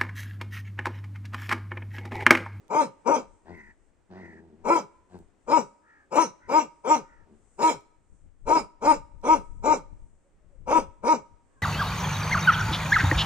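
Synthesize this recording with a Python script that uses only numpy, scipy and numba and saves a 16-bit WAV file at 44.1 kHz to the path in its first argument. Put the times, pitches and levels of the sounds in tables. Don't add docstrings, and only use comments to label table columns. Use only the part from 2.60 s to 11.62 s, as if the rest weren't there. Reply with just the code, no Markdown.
import sys
import numpy as np
from scipy import signal
from scipy.fft import rfft, irfft, next_fast_len
from scipy.io import wavfile
from scipy.ndimage import uniform_filter1d
from numba import njit

SR = 44100
rng = np.random.default_rng(int(sys.argv[2]) if len(sys.argv) > 2 else 0)


def dump(signal):
    limited = np.clip(np.atleast_2d(signal).T, -1, 1)
    pcm = np.round(limited * 32767).astype(np.int16)
    wavfile.write(sys.argv[1], SR, pcm)


def amplitude_ratio(level_db):
    exponent = np.asarray(level_db, float) / 20
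    return 10 ** exponent


N = 397771
SIZE = next_fast_len(N)

# (time [s], level [dB])
FLOOR_COLOUR = [(35, -18.5), (60, -6), (136, -12.5), (309, -6.5), (527, -12), (959, -18), (2040, -24),
                (4050, -36.5), (8050, -35), (9830, -46.5), (12000, -56.5), (15600, -89), (22000, -120)]
FLOOR_LEVEL = [(0, -62), (.75, -68.5), (1.25, -70), (1.449, -70.5), (2.8, -69.5), (4.8, -68), (5.6, -71.5),
               (7.6, -72), (9, -69.5)]
# (time [s], peak level [dB])
LEAF_STIRS = [(2.55, -79), (3.03, -72), (4.95, -70.5), (5.57, -77), (6.8, -71), (8.35, -81.5), (9.0, -77)]
LEAVES_REST_DB, STIR_RISE_DB_S, STIR_FALL_DB_S = -83.5, 41, 53

# (time [s], rumble level [dB])
BREEZE = [(0, -74.5), (1.1, -66), (1.7, -72), (3.5, -77.5), (4.4, -70.5), (5.3, -68), (5.9, -57.5),
          (6.2, -62.5), (6.9, -48.5), (7.4, -52.5), (7.7, -66.5), (8.2, -50), (8.6, -71.5), (9.02, -68)]
# (time [s], peak level [dB])
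GUSTS = [(.15, -66.5), (1.1, -62), (2.06, -55), (2.61, -60), (2.89, -61), (3.87, -63.5), (4.97, -64.5),
         (5.17, -58), (5.53, -54.5), (5.65, -50.5), (5.88, -40), (6.03, -47), (6.25, -48.5), (6.38, -41),
         (6.55, -45.5), (6.8, -43.5), (6.91, -39), (7.01, -39.5), (7.11, -41.5), (7.33, -46.5), (7.44, -49),
         (7.76, -57), (7.89, -57), (8.02, -44), (8.29, -51), (8.44, -58.5), (8.74, -57)]
# (frequency [Hz], density [dB per Hz])
WIND_COLOUR = [(8.8, -31.5), (15, 7), (76, -7.5), (177, -18), (249, -28), (309, -25), (339, -33.5),
               (600, -36.5), (780, -62), (1320, -120)]
GUST_RISE_DB_S, GUST_FALL_DB_S = 216, 168.5

# (time [s], pitch [Hz], level [dB])
WHISTLES = [
    [(7.55, 560, -86.5), (7.65, 550, -73.5), (7.75, 556.7, -83.5), (7.82, 625.5, -80.5), (7.9, 570, -75.5),
     (8.03, 513.6, -84.5)],
    [(8.85, 1564, -91), (8.9, 1696, -79), (8.94, 1690, -72), (8.95, 1624, -75), (9.02, 1615, -73)],
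]
# (start [s], length [s], top pitch [Hz], level [dB], trill rate [Hz])
FOWL_CALLS = [(0.858, .29, 509.5, -60.5, 73), (1.519, .31, 493.7, -60, 68), (3.22, .26, 459.2, -68, 70),
              (3.784, 0.18, 500, -73, 70), (4.405, 0.27, 482, -74, 68)]
# (multiple of the pitch [-], level [dB])
FOWL_PARTIALS = [(2, -13), (4, 1), (5, -20)]
# (share of length [0-1], pitch against top [ratio], level [dB],
# trill rate against mean [ratio], third partial level [dB])
CALL_SHAPE = [(0, .87, -18, 1.02, -88), (.16, .95, -7, 1.02, -71), (.32, 1.0, -.5, 1.01, -72),
              (.55, .96, 0.1, .99, -75), (.88, .9, -6, .97, -82), (1, .87, -28, .96, -105)]

# (time [s], pulse rate [Hz], level [dB], mouth opening [dB])
GROWLS = [
    [(0.85, 75.4, -63, -1.5), (0.896, 83.47, -46, -4), (0.944, 87.6, -45, -13.5), (1.046, 67.12, -67, -15),
     (1.1, 76.6, -66, -10)],
    [(1.49, 92.47, -66.5, -19), (1.51, 90.9, -49, -5), (1.594, 95.74, -46.5, -6), (1.666, 83.2, -48.5, -13),
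     (1.998, 78.76, -56, -18.5), (2.03, 79.54, -52, -13.5)],
    [(2.49, 89.8, -70, 2), (2.548, 91.5, -43, -8.5), (2.628, 80.3, -55.5, -18), (2.67, 82.8, -91.5, -4.5)],
    [(4.66, 83.75, -69, -1), (4.714, 75.4, -51.5, -20), (4.768, 73, -61.5, -17.5),
     (4.81, 70.9, -75.5, -31.5)],
]
# (frequency [Hz], width [Hz], level [dB])
CHEST = [(86.4, 30, -2.5), (199, 26, 8), (361, 70, 0.5)]
# (time [s], peak level [dB])
LIP_SMACKS = [(0.081, -53), (0.9757, -59), (2.589, -52), (5.2088, -54), (6.6154, -61)]

# (top time [s], top pitch [Hz], hoarseness on top [0-1], breath hiss [dB], half-width [s])
BARK_ARCHES = [(.19, 311, .11, -44.5, 0.077), (.532, 307.7, .4, -46, .1), (2.135, 338.8, .11, -43.5, 0.089),
               (2.95, 322, .15, -44, .08), (3.6, 331.1, .17, -39.5, 0.077), (3.97, 321.1, .14, -42, 0.088),
               (4.325, 312.5, .13, -43, 0.083), (5.065, 326.4, .16, -39, 0.076),
               (5.945, 326.1, .19, -43, .09), (6.297, 312.5, .05, -42, .084), (6.715, 320.8, .1, -43, .086),
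               (7.105, 314.3, .2, -44, 0.087), (8.155, 328.9, .2, -43.5, .08),
               (8.51, 314.7, .11, -43.5, 0.073)]
# (onset [s], swell length [s], hold length [s], hold start level [dB], hold end level [dB])
BARK_EFFORTS = [(0.108, 0.065, 0.043, -18, -19.5), (0.463, .032, 0.063, -18.5, -22.5),
                (2.054, 0.053, 0.059, -15.5, -19), (2.884, 0.051, 0.043, -16, -19),
                (3.524, 0.061, 0.036, -14.5, -20.5), (3.894, 0.058, 0.036, -16, -17.5),
                (4.252, 0.063, 0.031, -13, -20), (4.995, 0.053, .046, -15.5, -22),
                (5.872, 0.042, 0.056, -17, -17), (6.225, 0.052, 0.039, -15.5, -14.5),
                (6.642, 0.058, 0.038, -14, -16.5), (7.039, 0.041, 0.049, -18, -17.5),
                (8.078, 0.052, 0.045, -16.5, -15), (8.44, 0.052, 0.035, -17.5, -17)]
# (time [s], depth [dB])
VOICE_BREAKS = [(.183, -1.5), (2.147, -8), (2.96, -3.5), (3.6, -2.5), (5.945, -9), (7.097, -3.5),
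                (8.143, -9.5), (8.168, -2.5)]
# (frequency [Hz], width [Hz], level [dB])
THROAT = [(430, 98, -4), (560, 51.5, -4.5), (777, 210, -20), (940.3, 75.6, 0.12), (1004, 58, -14.5),
          (1190, 100, -12), (1313, 140, -11.5), (1343, 380, -29), (2274, 290, -24.5)]
# (frequency [Hz], width [Hz], level [dB])
RASP = [(200, 160, -13.5), (481.5, 225, 3.5), (941, 276, -1), (1180, 100, -10), (1475, 86, -10.5),
        (2327, 150, -9.5)]
# (frequency [Hz], density [dB per Hz])
BREATH_COLOUR = [(1200, -31.5), (1550, -11), (1850, -17.5), (2350, -7), (2900, -11.5), (3500, -16),
                 (4000, -14), (4600, -17), (5200, -7), (6500, -10), (8400, -15.5), (9300, -23.5),
                 (10200, -42), (15600, -41.5)]
STAGE_BREATH = (-47.5, -14, 1, -1.7, 3.1, -4, -44)
STAGE_HEAD = (4, 5.6, 5.1, 4.4, 5.6, 3.2, 6.2)
CLOSED_DB, ONSET_DB, HOARSE_DB, SHUT_DB, FADED_DB = -65.5, -32, -23, -32, -62.5
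OPEN_S, SHUT_S, FADE_S = .02, .027, .078
CATCH_S = .018
ARCH_RISE, ARCH_FALL, CLEAR_SHARE = .53, .6, .41
BREAK_S = .0076

SHED_T60_S, SHED_DAMP, SHED_DB = .17, .041, -15
YARD_T60_S, YARD_DAMP, YARD_DB = .57, .15, -27.5
# (frequency [Hz], left minus right [dB])
PORT_TILT = [(100, 4), (300, 6.5), (600, 2), (950, 7), (1400, 2), (2500, -2), (5500, -6), (7000, -10.5),
             (9000, 6.5), (14000, 0)]
# (frequency [Hz], left leads by [radians])
PORT_PHASE = [(100, -0.53), (350, -0.61), (690, -0.43), (950, -1.21), (1250, -1.72), (2400, -1.1),
              (3450, -2.1), (5900, -1.8), (15000, -0.66)]
# (frequency [Hz], share of moments [0-1])
DROPOUTS = [(1700, .04), (2700, .05), (3300, .3), (4600, .38), (5200, .15), (7000, .15), (8000, .35),
            (9500, .4)]


def unit(x):
    return x / np.sqrt(np.mean(x ** 2))


def steady(x, span_s):
    return x / np.sqrt(uniform_filter1d(x ** 2, size=int(span_s * SR)) + 1e-9)


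def curves(tables):
    t = np.arange(N) / SR
    s, *columns = np.vstack(tables).T
    gate = sum((t >= rows[0][0]) & (t <= rows[-1][0]) for rows in tables)
    return [np.interp(t, s, c) for c in columns] + [uniform_filter1d(1. * gate, size=200)]


def swells(rows, rest_db, rise_db_s, fall_db_s):
    t = np.arange(N) / SR
    for s, db in rows:
        slope_db_s = np.where(t < s, rise_db_s, fall_db_s)
        rest_db = np.maximum(rest_db, db - slope_db_s * abs(t - s))
    return rest_db


def walk(rate):
    k = int(SR / rate)
    held = np.repeat(rng.standard_normal(N // k + 1), k)
    return unit(uniform_filter1d(uniform_filter1d(held, k), k)[:N])


def on_log(table):
    hz, value = np.transpose(table)
    return np.interp(np.log(np.fft.rfftfreq(SIZE, 1 / SR) + 1), np.log(hz + 1), value)


def coloured(table):
    white = rfft(rng.standard_normal(SIZE))
    return unit(irfft(white * amplitude_ratio(on_log(table)), SIZE)[:N])


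def resonate(x, modes):
    out = 0
    for k, (hz, width, db) in enumerate(modes):
        b, a = signal.iirpeak(hz, hz / (1.55 * width), SR)
        ring = signal.lfilter(b, a, signal.lfilter(b, a, x))
        out = out + (-1) ** k * amplitude_ratio(db) * ring
    return out


def folds(hz, rough, jitter, shimmer_db, count):
    turns = np.cumsum(hz * (1 + jitter * rough * walk(150))) / SR
    cycle = (turns + .5).astype(int)
    size = amplitude_ratio(shimmer_db * rough * rng.standard_normal(N // 40)[cycle])
    pulses = sum(np.cos(2 * np.pi * k * turns) for k in range(2, count + 1))
    swing = uniform_filter1d(size, size=60) * np.cos(2 * np.pi * turns)
    return size * pulses, swing


def field():
    shared = coloured(FLOOR_COLOUR)
    floor_db, _ = curves([FLOOR_LEVEL])
    rustle_db = swells(LEAF_STIRS, LEAVES_REST_DB, STIR_RISE_DB_S, STIR_FALL_DB_S)
    leaf_colour = [(4500, -28.5), (6000, -8.5), (8000, 1.5), (9200, -5.5), (9900, -37.5)]
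    sides = []
    for _ in range(2):
        floor = amplitude_ratio(floor_db + 1.2 * walk(8.7)) * (.8 * shared + .81 * coloured(FLOOR_COLOUR))
        leaves = amplitude_ratio(rustle_db + 1.0 + 3.3 * walk(10)) * coloured(leaf_colour)
        sides.append(floor + leaves)
    return np.array(sides)


def wind():
    breeze_db, _ = curves([BREEZE])
    level_db = swells(GUSTS, breeze_db, GUST_RISE_DB_S, GUST_FALL_DB_S)
    sides = []
    for port_db in (5.5, -5):
        rumble = steady(coloured(WIND_COLOUR), span_s=.031)
        sides.append(rumble * amplitude_ratio(level_db + port_db + 4.2 * walk(22)))
    return np.array(sides)


def whistles():
    hz, level_db, gate = curves(WHISTLES)
    turns = np.cumsum(hz * (1 + .03 * walk(150))) / SR
    partner = (hz > 1000) * amplitude_ratio(.5) * np.sin(4 * np.pi * turns / 3)
    return gate * amplitude_ratio(level_db - 3.0 + 5 * walk(40)) * (np.sin(2 * np.pi * turns) + partner)


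def calls():
    share, pitch, level_db, trill, third_db = np.transpose(CALL_SHAPE)
    tables = []
    for s, length_s, hz, db, rate in FOWL_CALLS:
        columns = [s + length_s * share, hz * pitch, db + level_db, rate * trill, third_db - db - level_db]
        tables.append(np.transpose(columns))
    return curves(tables)


def fowl():
    hz, level_db, trill_hz, third_db, gate = calls()
    trill = np.sin(2 * np.pi * np.cumsum(trill_hz * (1 + .033 * walk(44))) / SR)
    turns = np.cumsum(hz * (1 + .062 * trill + .011 * walk(300))) / SR
    tone = sum(amplitude_ratio(db) * np.sin(2 * np.pi * int(k) * turns) for k, db in FOWL_PARTIALS)
    tone = tone + amplitude_ratio(third_db) * np.sin(6 * np.pi * turns)
    rasp = coloured([(600, -39.5), (1500, 5.0), (2300, 2), (3300, -22.5), (4300, -15.5), (6500, -14),
                     (8000, -37.5)])
    return gate * amplitude_ratio(level_db + 2.5 + 1.8 * walk(91)) * (tone + amplitude_ratio(-14.5) * rasp)


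def smacks():
    lips = np.zeros(N)
    for s, db in LIP_SMACKS:
        burst = np.exp(-np.arange(130) / 40) * rng.standard_normal(130)
        lips[int(s * SR):][:130] = amplitude_ratio(db + 3) * burst
    return resonate(lips, [(5000, 6300, -1.97)])


def growls():
    hz, level_db, mouth_db, gate = curves(GROWLS)
    pulses, swing = folds(hz, 1., jitter=.04, shimmer_db=2.0, count=12)
    air = (1 + .5 * swing) * rng.standard_normal(N)
    chest = unit(resonate(pulses + swing + 3 * air, CHEST))
    mouth_modes = [(594, 1000, -3.5), (840, 470, 3.0), (1580, 170, -9), (5020, 2000, -28)]
    mouth = unit(resonate(.5 * pulses + 4 * air, mouth_modes))
    return gate * amplitude_ratio(level_db) * (chest + amplitude_ratio(mouth_db) * mouth)


def efforts():
    tables = []
    for (onset_s, swell_s, hold_s, first_db, last_db), arch in zip(BARK_EFFORTS, BARK_ARCHES):
        hoarse_s = max(swell_s - CATCH_S, .004)
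        s = onset_s + np.cumsum([-OPEN_S, OPEN_S, hoarse_s, CATCH_S, hold_s, SHUT_S, FADE_S])
        voice_db = [CLOSED_DB, ONSET_DB, HOARSE_DB, first_db, last_db, SHUT_DB, FADED_DB]
        breath_db = arch[3] + np.array(STAGE_BREATH)
        tables.append(np.transpose([s, voice_db, breath_db, STAGE_HEAD]))
    return curves(tables)


def breath_hiss(swing):
    breath = coloured(BREATH_COLOUR)
    patches = 0
    for hz in 1500 * 1.22 ** np.arange(13):
        patches = patches + amplitude_ratio(1.5 * walk(28)) * resonate(breath, [(hz, .18 * hz, 0)])
    return unit((1 + .3 * swing) * patches)


def barks():
    t = np.arange(N) / SR
    arch = np.array(BARK_ARCHES)
    nearest = np.searchsorted((arch[1:, 0] + arch[:-1, 0]) / 2, t)
    top_s, top_hz, hoarse, _, width_s = arch[nearest].T
    bend = np.where(t < top_s, ARCH_RISE, ARCH_FALL) * ((t - top_s) / width_s) ** 2
    hz = top_hz * np.exp(-1.1 * np.tanh(bend / 1.1))
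    off_top = 1 - np.exp(-((t - top_s) / (CLEAR_SHARE * width_s)) ** 4)
    rough = np.clip(hoarse + .6 * off_top, 0, 1)
    voice_db, hiss_db, pan_db, gate = efforts()
    voice_db = voice_db + sum(db * np.exp(-((t - s) / BREAK_S) ** 2) for s, db in VOICE_BREAKS)
    pulses, swing = folds(hz, rough, jitter=.08, shimmer_db=2.5, count=8)
    air = 2.3 * rough * (1 + swing) * rng.standard_normal(N)
    mouth = resonate(pulses, THROAT) + resonate(air, RASP)
    slide = 1 + 4.6 * np.tanh(bend) * (t > top_s)
    chest = swing * (.24 + .15 * rough * walk(120)) * slide
    voice = amplitude_ratio(voice_db) * steady(mouth + chest, span_s=.021)
    hiss = amplitude_ratio(hiss_db + 3.5) * breath_hiss(swing)
    return gate * (voice + hiss), pan_db


@njit
def walls(x, lags, gain, damp):
    line, soft, out = np.zeros((8, 16384)), np.zeros(8), np.zeros((2, len(x)))
    for i in range(len(x)):
        total = 0.
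        for k in range(8):
            soft[k] += (1 - damp) * (gain[k] * line[k, (i - lags[k]) & 16383] - soft[k])
            total += soft[k]
            out[k % 2, i] += soft[k]
        for k in range(8):
            line[k, i & 16383] = x[i] + soft[k] - total / 4
    return out


def echoes(x, lags, t60_s, damp, wet_db):
    lags = np.array(lags)
    gain = amplitude_ratio(-60 * lags / SR / t60_s)
    return amplitude_ratio(wet_db) * walls(x + 1e-18, lags, gain, float(np.clip(damp, 0, .9)))


def ports(x):
    half = amplitude_ratio(on_log(PORT_TILT) / 2) * np.exp(.5j * on_log(PORT_PHASE))
    return np.array([irfft(rfft(x, SIZE) * h, SIZE)[:N] for h in (half, 1 / half)])


def scene():
    birds = whistles() + fowl()
    bark, pan_db = barks()
    dog = bark + growls() + smacks()
    turn_db = 2.2 * (pan_db - 5) + 2.5 * walk(25)
    head = amplitude_ratio(.5 + np.array([turn_db, -turn_db]) / 2)
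    direct = ports(dog) * head + ports(birds) * amplitude_ratio(7.5)
    shed = echoes(dog, [191, 277, 353, 461, 557, 673, 787, 911], SHED_T60_S, SHED_DAMP, SHED_DB)
    yard = echoes(dog + 4 * birds, [1511, 1987, 2503, 3109, 3767, 4421, 5227, 6007],
                  YARD_T60_S, YARD_DAMP, YARD_DB)
    return field() + wind() + direct + shed + yard


def torn(x):
    loud = uniform_filter1d(np.mean(x ** 2, axis=0), size=2048) > amplitude_ratio(-58)
    spectrum, hz = rfft(x, SIZE), np.fft.rfftfreq(SIZE, 1 / SR)
    out = x.copy()
    for low_hz in np.arange(1700, 9700, 215):
        share = np.interp(low_hz, *np.transpose(DROPOUTS))
        lost = np.repeat(rng.random(N // 3072 + 1) < share, 3072)[:N]
        inside = (hz >= low_hz) & (hz < low_hz + 215)
        band = irfft(spectrum * inside, SIZE)[:, :N]
        out -= band * uniform_filter1d(1. * (lost & loud), size=400)
    return out


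def band_limit(x):
    return signal.sosfilt(signal.butter(12, 15700, fs=SR, output="sos"), x)


def record(dry):
    rounded = np.tanh(1.155 * dry) / 1.203
    mix = torn(rounded)
    return band_limit(mix)


dry = scene()
out = record(dry)
dump(out)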